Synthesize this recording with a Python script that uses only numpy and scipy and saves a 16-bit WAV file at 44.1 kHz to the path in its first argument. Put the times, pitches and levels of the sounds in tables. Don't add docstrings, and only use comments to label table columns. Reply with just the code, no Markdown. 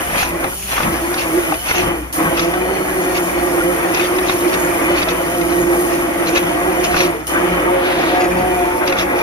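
import sys
import numpy as np
from scipy import signal
from scipy.fft import rfft, irfft, next_fast_len
from scipy.io import wavfile
from scipy.ndimage import uniform_filter1d

SR = 44100
rng = np.random.default_rng(int(sys.argv[2]) if len(sys.argv) > 2 else 0)


def materialize(psi):
    bounded = np.clip(np.atleast_2d(psi).T, -1, 1)
    quanta = np.round(bounded * 32767).astype(np.int16)
    wavfile.write(sys.argv[1], SR, quanta)


N = 406602

# start_s, speed_hz (turns per second), second_order_db, fourth_order_db (guide levels)
SHAFT_LOAD = [(0.0, 167, -17, -45), (.27, 170, -33, -48), (.35, 171, -18, -51), (.39, 156, -33, -44),
              (0.43, 176, -25.5, -34), (0.87, 164, -23, -54), (1.09, 178, -24.5, -48),
              (1.16, 180, -33, -50), (1.32, 157, -23.5, -58), (1.39, 177, -14.5, -54),
              (1.45, 164, -30, -47), (1.52, 154, -22.5, -40), (1.85, 179, -21, -32.5),
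              (2.25, 163, -20, -31.5), (2.8, 188, -22, -36.5), (3.57, 173, -21, -32), (4.2, 181, -23, -36),
              (4.5, 178.5, -19.5, -43), (5.3, 171, -24, -33), (5.5, 175, -17.5, -33),
              (6.0, 172.6, -18.5, -36.5), (6.75, 177.5, -21.5, -29), (7.4, 178, -20, -33),
              (7.75, 181, -22.5, -26.5), (8.0, 180, -22.5, -38), (8.2, 181, -18.5, -22.5),
              (8.32, 180, -21, -31), (8.45, 183, -22, -24.5), (8.72, 177, -26.5, -28),
              (8.85, 181, -27.5, -28.5), (9.22, 178, -23.5, -29.5)]
MAINS_HZ = 59.9
SLURP_LEAD_S = 0.12


def from_db(db):
    return 10 ** (np.asarray(db) / 20)


def rms_one(x):
    return x / np.sqrt(np.mean(x ** 2) + 1e-20)


def seconds():
    return np.arange(N) / SR


def in_time(rows):
    s, *columns = np.transpose(rows)
    return [np.interp(seconds(), s, column) for column in columns]


def over_hz(points, size, axis=1):
    points = np.array(points)
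    hz = np.maximum(np.arange(size // 2 + 1) * SR / size, 1)
    return np.interp(np.log(hz), np.log(points[:, 0]), points[:, axis])


def coloured(x, spectrum):
    size = next_fast_len(N)
    weighted = rfft(x, size) * from_db(over_hz(spectrum, size))
    return rms_one(irfft(weighted, size)[:N])


def drift(rate_hz):
    r = np.exp(-40 * np.pi * rate_hz / SR)
    chance = rng.standard_normal(N // 20 + 3002)
    slow = signal.lfilter([1], [1, -2 * r, r * r], chance)[3000:]
    return np.interp(np.arange(N) / 20, np.arange(len(slow)), rms_one(slow))


def resonance(x, hz, width_hz):
    r = np.exp(-np.pi * width_hz / SR)
    gain = (1 - r * r) / 2
    return signal.lfilter([gain, 0, -gain], [1, -2 * r * np.cos(2 * np.pi * hz / SR), r * r], x)


def narrow(shake, hz, width_hz):
    return rms_one(resonance(resonance(shake, hz, width_hz), hz, width_hz))


def grains(per_s, spread_db):
    sizes = from_db(spread_db * np.minimum(rng.exponential(1, N), 4)) * rng.choice([-1, 1], N)
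    return sizes * (rng.random(N) < per_s / SR)


def swell(start, end, rise_s, fall_s):
    t = seconds()
    return np.exp(np.minimum(0, np.minimum((t - start) / rise_s, (end - t) / fall_s)))


def coasting():
    # off_s, on_s
    releases = [(1.89, 2.124), (7.08, 7.266)]
    spin_up_s, inrush_s, contact_s = 0.03497, 0.081, .003
    t, lost, idle, surge = seconds(), 0, 0, 0
    for off, on in releases:
        after_on = np.maximum(t - on, 0)
        lost = lost + np.clip(t - off, 0, on - off) * np.exp(-after_on / spin_up_s)
        idle = idle + (t > off) * np.clip(1 - (t - on) / contact_s, 0, 1)
        surge = surge + np.clip((t - on) / contact_s, 0, 1) * np.exp(-after_on / inrush_s)
    return lost, idle, surge


def lifted(lead_s=0):
    # start_s, end_s (back under), clear_share (0-1)
    lifts = [(-.1, 0.276, 0.37), (.47, 0.837, 0.66), (1.52, 1.773, .58)]
    raise_s, plunge_s = .11, 0.04977
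    t, out = seconds(), 0
    for start, end, clear in lifts:
        ramps = np.minimum((t - start) / raise_s, (end - lead_s - t) / plunge_s)
        out = out + clear * np.clip(ramps, 0, 1)
    return out


def turning():
    # start_s, speed_share (rms)
    lumpiness = [(6.5, .011), (7.5, .007)]
    free_gain_hz, coast_hz_per_s = 39.77, 150
    clear = lifted()
    speed = in_time(SHAFT_LOAD)[0] + free_gain_hz * uniform_filter1d(clear, size=4000)
    speed = speed - coast_hz_per_s * coasting()[0]
    waver = in_time(lumpiness)[0] * drift(8.05) * (1 - clear)
    return 2 * np.pi * np.cumsum(speed * (1 + waver)) / SR


def low_end():
    # frequency_hz, level_db (relative)
    low_spectrum = [(24, -33), (38, 10.5), (50, 5.5), (80, 6.5), (130, 8), (220, 7.5), (400, -29)]
    # peak_s, level_db (ahead of the 3 dB cut below)
    thrums = [(.15, -23.5), (.88, -17.5), (1.87, -21), (2.28, -24), (5.62, -27), (6.96, -31), (7.55, -31),
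              (8.42, -24)]
    thrum = from_db(-32.5 - 19 * coasting()[0] - 6.2 * lifted())
    for s, db in thrums:
        thrum = thrum + from_db(db) * swell(s, s, 0.048, 0.034)
    hum = from_db(-35 + 3 * drift(5)) * np.sin(2 * np.pi * MAINS_HZ * seconds())
    return hum + from_db(-3.0) * thrum * coloured(rng.standard_normal(N), low_spectrum)


def froth():
    shape = swell(7.87, 8.16, .07, .035)
    level = from_db(-27.5 + 1.9 * drift(16.0))
    return level * shape * narrow(rng.standard_normal(N), hz=2770, width_hz=2130)


def whistle():
    # start_s, end_s, level_db (ahead of its drift)
    whistles = [(2.673, 2.829, -41.5), (2.984, 3.15, -41)]
    start_hz, sag_hz_per_s = 4392, 150
    out = 0
    for s, end, db in whistles:
        t = seconds() - s
        tone = np.sin(2 * np.pi * (start_hz - sag_hz_per_s * t / 2) * t)
        out = out + from_db(db + 1.5 * drift(14.8)) * swell(s, end, .015, .015) * tone
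    return out


def motor():
    # start_s, hiss_db (relative), whine_db (main whine, ahead of its drift)
    motor_levels = [(0, -30.5, -29.5), (.22, -27, -43), (.32, -34.5, -42), (.72, -27, -36), (.85, -29, -39),
                    (1.85, -29.5, -32), (2.57, -32.5, -37), (3.26, -29, -38), (4.18, -30, -36.5),
                    (4.73, -28, -36), (5.2, -31.5, -34), (5.85, -28, -41), (6.1, -32, -37),
                    (7.0, -30.5, -37), (7.4, -33, -32.5), (8.25, -35.5, -40), (8.55, -32.5, -37),
                    (9.22, -36, -60)]
    # frequency_hz, width_hz, level_db (against the brush hiss, ahead of drift)
    whines = [(3413, 90, -26), (4395, 60, -29), (5406, 80, -27), (6700, 140, -22)]
    # frequency_hz, level_db (relative)
    hiss_spectrum = [(4000, -17), (6000, -12), (7200, -12), (8000, -8.5), (8750, -.5), (9300, -2.5),
                     (10100, -2), (11400, -12.5), (13000, -11), (13600, -15), (15200, -12), (17000, -12)]
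    hiss_db, whine_db = in_time(motor_levels)
    lost, idle, surge = coasting()
    hiss_db = hiss_db - 4 * idle - 32 * lost * idle + 9 * surge
    mains = 2 * np.pi * MAINS_HZ * seconds()
    sparks = 1 + 0.2 * np.cos(2 * mains) + 0.06 * np.cos(4 * mains)
    flicker, patchy = from_db(1.1 * drift(12)), from_db(2.5 * drift(4))
    crackle = rng.standard_normal(N) + .15 * grains(2700, spread_db=5)
    hiss = coloured(sparks * crackle, hiss_spectrum)
    shake = rng.standard_normal(N)
    ring = sum(from_db(db + 4.2 * drift(8.1)) * narrow(shake, hz, width) for hz, width, db in whines)
    whine_gain = from_db(whine_db + 2.0 * drift(5.1) - 90 * lost * idle)
    whine = whine_gain * sparks * narrow(shake, hz=3020, width_hz=170)
    return from_db(hiss_db + 3.5) * (flicker * hiss + patchy * ring) + whine


def guard(clicks_for):
    # frequency_hz, level_db (relative), t60_s (fall by 60 dB)
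    guard_modes = [(820, -2, .022), (1170, -1, .024), (1460, -1, .02), (1750, -2, .02), (2110, -2, .025),
                   (2560, -3, .018), (3450, -6, .02), (3800, -8, .018), (4730, -9, .016), (5400, -9, .016),
                   (5650, -11, .014), (6400, -11, .014)]
    out = 0
    for hz, level_db, t60 in guard_modes:
        r, w = from_db(-60 / (t60 * SR)), 2 * np.pi * hz / SR
        strike = [0, from_db(level_db) * np.sin(w)]
        out = out + signal.lfilter(strike, [1, -2 * r * np.cos(w), r * r], clicks_for(hz) + 1e-18)
    return out


def gurgles(low_hz, high_hz):
    pops, dealt, out = grains(2500, spread_db=2.0), rng.integers(0, 20, N), 0
    for k, hz in enumerate(np.geomspace(low_hz, high_hz, 20)):
        clumps = from_db(4.5 * drift(6))
        out = out + narrow(pops * clumps * (dealt == k) + 1e-18, hz, width_hz=2.0 * hz / 45)
    return rms_one(out)


def soup_levels():
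    # start_s, level_db (relative)
    churning = [(0, -13), (.22, -23), (.32, -27.5), (.85, -22.5), (1, -25.5), (1.82, -24), (2.2, -18.5),
                (2.45, -26.5), (3.3, -24), (3.95, -23), (4.35, -24.5), (4.95, -21.5), (5.35, -26),
                (6.35, -23.5), (6.85, -24), (7.02, -24.5), (7.35, -19.5), (7.7, -22), (8.07, -20.5),
                (8.33, -24), (9.22, -22)]
    # start_s, length_s, level_db (relative)
    splashes = [(0.169, 0.082, -21.5), (0.71, 0.045, -25), (0.778, 0.08, -31.5), (1.175, 0.054, -25),
                (1.664, 0.057, -24), (1.742, 0.052, -23.5), (1.79, 0.055, -28), (2.368, 0.084, -25),
                (3.152, 0.036, -23.5), (3.935, 0.046, -26), (3.981, 0.044, -27), (4.036, 0.03, -29.5),
                (4.278, 0.047, -29), (4.527, 0.03, -28), (4.965, 0.033, -24), (5.006, 0.018, -29),
                (5.082, 0.04, -24), (6.27, 0.027, -26.5), (6.349, 0.042, -24.5), (6.838, 0.027, -23),
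                (6.947, 0.11, -21.5), (8.872, 0.037, -26), (8.975, 0.057, -23), (9.175, 0.042, -33)]
    lost = coasting()[0]
    churn_db = in_time(churning)[0] - 23 * lifted(SLURP_LEAD_S) - 84 * lost
    spray = from_db(-43 + 6.5 * drift(3.6) - 104 * lost)
    for s, length, db in splashes:
        edge = 0.18 * length
        spray = spray + from_db(db) * swell(s + edge, s + length - edge, 0.0062 + edge, 0.0031 + edge)
    return churn_db, 20 * np.log10(spray)


def soup(turn, second_db):
    # frequency_hz, width_hz, level_db (relative)
    pot_modes = [(302.8, 64, -2.5), (329.7, 43, 0.5), (531.6, 49, -4), (660.5, 77, -3), (836, 65, -8.5),
                 (1120, 120, -8.5), (1575, 57, -16.5), (1918, 78, -7)]
    # frequency_hz, level_db (relative)
    churn_spectrum = [(100, -50), (250, -3.5), (450, -6), (900, -4), (1500, -7), (2400, -6), (2800, -18),
                      (3600, -21), (5000, -76)]
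    # frequency_hz, level_db (relative)
    spray_spectrum = [(1500, 8.5), (2500, 19.5), (3500, 6), (4200, -27), (5500, 6), (6800, -0.5),
                      (7600, -63), (10000, 0), (15000, -8)]
    deep_lift_db = -15 * lifted()
    churn_db, spray_db = soup_levels()
    slosh_db, spatter_db = 1.7 * drift(18), 2.6 * drift(35)

    churn = coloured((1 + 0.13 * np.cos(turn)) * rng.standard_normal(N), churn_spectrum)
    deep = signal.sosfilt(signal.butter(2, 750, fs=SR, output="sos"), churn)
    churn = churn - deep * (1 - from_db(deep_lift_db))
    churn = churn + from_db(-.5 + deep_lift_db / 2) * gurgles(452.1, 2402)

    push = rng.standard_normal(N)
    pot = rms_one(sum(from_db(db) * narrow(push, hz, width) for hz, width, db in pot_modes))

    spray = coloured(rng.standard_normal(N) + .5 * grains(600, spread_db=7.0), spray_spectrum)
    spray = spray + from_db(-3.5) * gurgles(2290, 6870)

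    bits = grains(1500, spread_db=2.5)
    pelt = rms_one(guard(lambda hz: bits * (rng.random(N) < .25)))

    out = from_db(churn_db + slosh_db) * churn
    out = out + from_db(0.55 * second_db + 0.43 * churn_db + 0.5) * pot
    out = out + from_db(spray_db + spatter_db) * spray
    return out + from_db(0.77 * spray_db + 0.37 * churn_db - 2.0) * pelt


def chops():
    # start_s, level_db (relative), pitch_hz (near which the guard rings most)
    pieces = [(0.183, -19, 3200), (0.226, -8.5, 1500), (0.441, -5.5, 1230), (0.779, -8, 1100),
              (.803, -10, 1450), (0.829, -11, 2680), (1.141, -9.5, 4100), (1.521, -5.5, 955),
              (1.54, -14, 2510), (1.691, -10, 896.5), (1.71, -8.5, 1948), (1.746, -11, 2513),
              (2.375, -12, 3765), (2.393, -6, 3730), (2.538, -12.5, 1660), (3.945, -7, 5240),
              (3.995, -11, 2373), (4.044, -16, 3795), (4.184, -9, 2482), (4.285, -14, 3800),
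              (4.295, -3.5, 2520), (4.539, -13, 3506), (5.018, -9, 2514), (5.027, -6, 3180),
              (5.087, -10, 2700), (5.412, -13, 2485), (6.36, -6, 2498), (6.371, -6, 3375),
              (6.942, -6.5, 1148), (6.964, -7, 1153), (7.003, -4, 2500), (8.874, -9, 4707),
              (8.924, -9, 2583), (8.986, -8, 3600)]
    s, hit_db, pitch = np.transpose(pieces)
    t = np.arange(int(0.042 * SR)) / SR
    shape = (len(s), len(t))
    grit = rng.standard_normal(shape) * (rng.random(shape) < .12)
    grit = grit * np.exp(-t / .0055) * (1 - np.exp(-t / .0003))
    grit = grit / np.sqrt(np.sum(grit ** 2, axis=1, keepdims=True))
    where = np.minimum(np.round(s * SR).astype(int)[:, None] + np.arange(len(t)), N - 1)

    def clicks_for(hz):
        db = hit_db + 1.0 - 10.5 * np.abs(np.log2(hz / pitch)) + rng.normal(0, 3, len(s))
        return np.bincount(where.ravel(), (from_db(db)[:, None] * grit).ravel(), N)
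    return guard(clicks_for)


def racing(turn):
    order = np.arange(1, 6)[:, None]
    level_db = -30 - 40 * (1 - lifted(SLURP_LEAD_S / 2)) + 1.0 * (order > 1)
    tones = np.sin(order * turn + rng.uniform(0, 2 * np.pi, (5, 1)))
    return (from_db(level_db) * tones).sum(axis=0)


def shaft(turn):
    # multiple, level_db (against its guide level), fourth_share (0-1), wobble_hz, roughness
    shaft_orders = [(1, -8.5, 0.1, 11.95, 1.086), (2, 3.5, 0.01, 12.4, 0.53), (3, -1, .6, 17, 0.83),
                    (4, 7, .99, 12, 0.34), (5, -6.5, .9, 13, .7)]
    # peak_s, multiple, level_db
    order_swells = [(2.27, 1, -22), (3.7, 3, -19), (7.52, 1, -23), (7.77, 3, -14.5), (8.36, 1, -21),
                    (8.4, 3, -19), (8.75, 5, -20), (8.91, 3, -15.5)]
    second_db, fourth_db = in_time(SHAFT_LOAD)[1:]
    lost, clear, out = coasting()[0], lifted(), 0
    second_db = second_db - 45 * clear - 98 * lost
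    fourth_db = fourth_db - 14 * clear - 140 * lost
    for multiple, level_db, share, wobble_hz, rough in shaft_orders:
        wobble = drift(wobble_hz) + 1j * drift(wobble_hz)
        lumps = (1 + rough * wobble) / np.sqrt(1 + 2 * rough ** 2)
        guide_db = (1 - share) * second_db + share * fourth_db
        gain = from_db(level_db + guide_db + 1.8 * drift(3))
        out = out + gain * np.real(lumps * np.exp(1j * (multiple * turn + 2 * drift(1))))
    for s, multiple, db in order_swells:
        tone = np.sin(multiple * turn + rng.uniform(0, 2 * np.pi))
        out = out + from_db(db) * swell(s, s, 0.081, 0.081) * tone
    return out, second_db


def blender(turn):
    hum, second_db = shaft(turn)
    background = low_end() + froth() + whistle() + motor()
    return background + soup(turn, second_db) + chops() + racing(turn) + hum


def microphone_pair(direct, scattered):
    # frequency_hz, coherence (0-1), right_lead_rad
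    pair = [(30, .98, 0), (200, .93, -.1), (330, .8, -.5), (500, .7, -1.2), (900, .7, -1.6),
            (1300, .55, -1.4), (1900, .55, -2.9), (2400, .65, -3.4), (2750, .15, -3), (3030, .75, -3.2),
            (3300, .45, -4.2), (3900, .4, -5.4), (4700, .35, -4.4), (6600, .55, -4.3), (7400, .999, -3.14),
            (8700, .999, -3.14), (9400, .83, -2.6), (10400, .82, -1.7), (10900, .63, -1), (11400, .98, 0),
            (13400, .99, 0), (14300, .47, .9), (15100, .8, 2.7), (15700, .98, 3.1)]
    # frequency_hz, left_minus_right_db
    tilt = [(30, 2.2), (100, 2.5), (400, -2.5), (750, -.5), (1150, 4), (2100, 0), (2700, 2), (3600, -.5),
            (5500, 1), (7800, 0)]
    size = next_fast_len(N + SR // 10)
    alike, lead = np.clip(over_hz(pair, size), 0, 1), over_hz(pair, size, axis=2)
    side = np.array([[1], [-1]]) / 2
    shared = np.sqrt((1 + alike) / 2) * rfft(direct, size)
    opposed = np.sqrt((1 - alike) * 2) * side * rfft(scattered, size)
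    balance = np.exp(-1j * side * lead) * from_db(side * over_hz(tilt, size))
    return irfft((shared + opposed) * balance, size)[:, :N]


def scene():
    turn = turning()
    return microphone_pair(blender(turn), blender(turn))


def record(dry):
    rounded = 1.1 * np.tanh(dry / 1.1)
    return signal.sosfilt(signal.ellip(12, .5, 70, 15750, fs=SR, output="sos"), rounded)


dry = scene()
out = record(dry)
materialize(out)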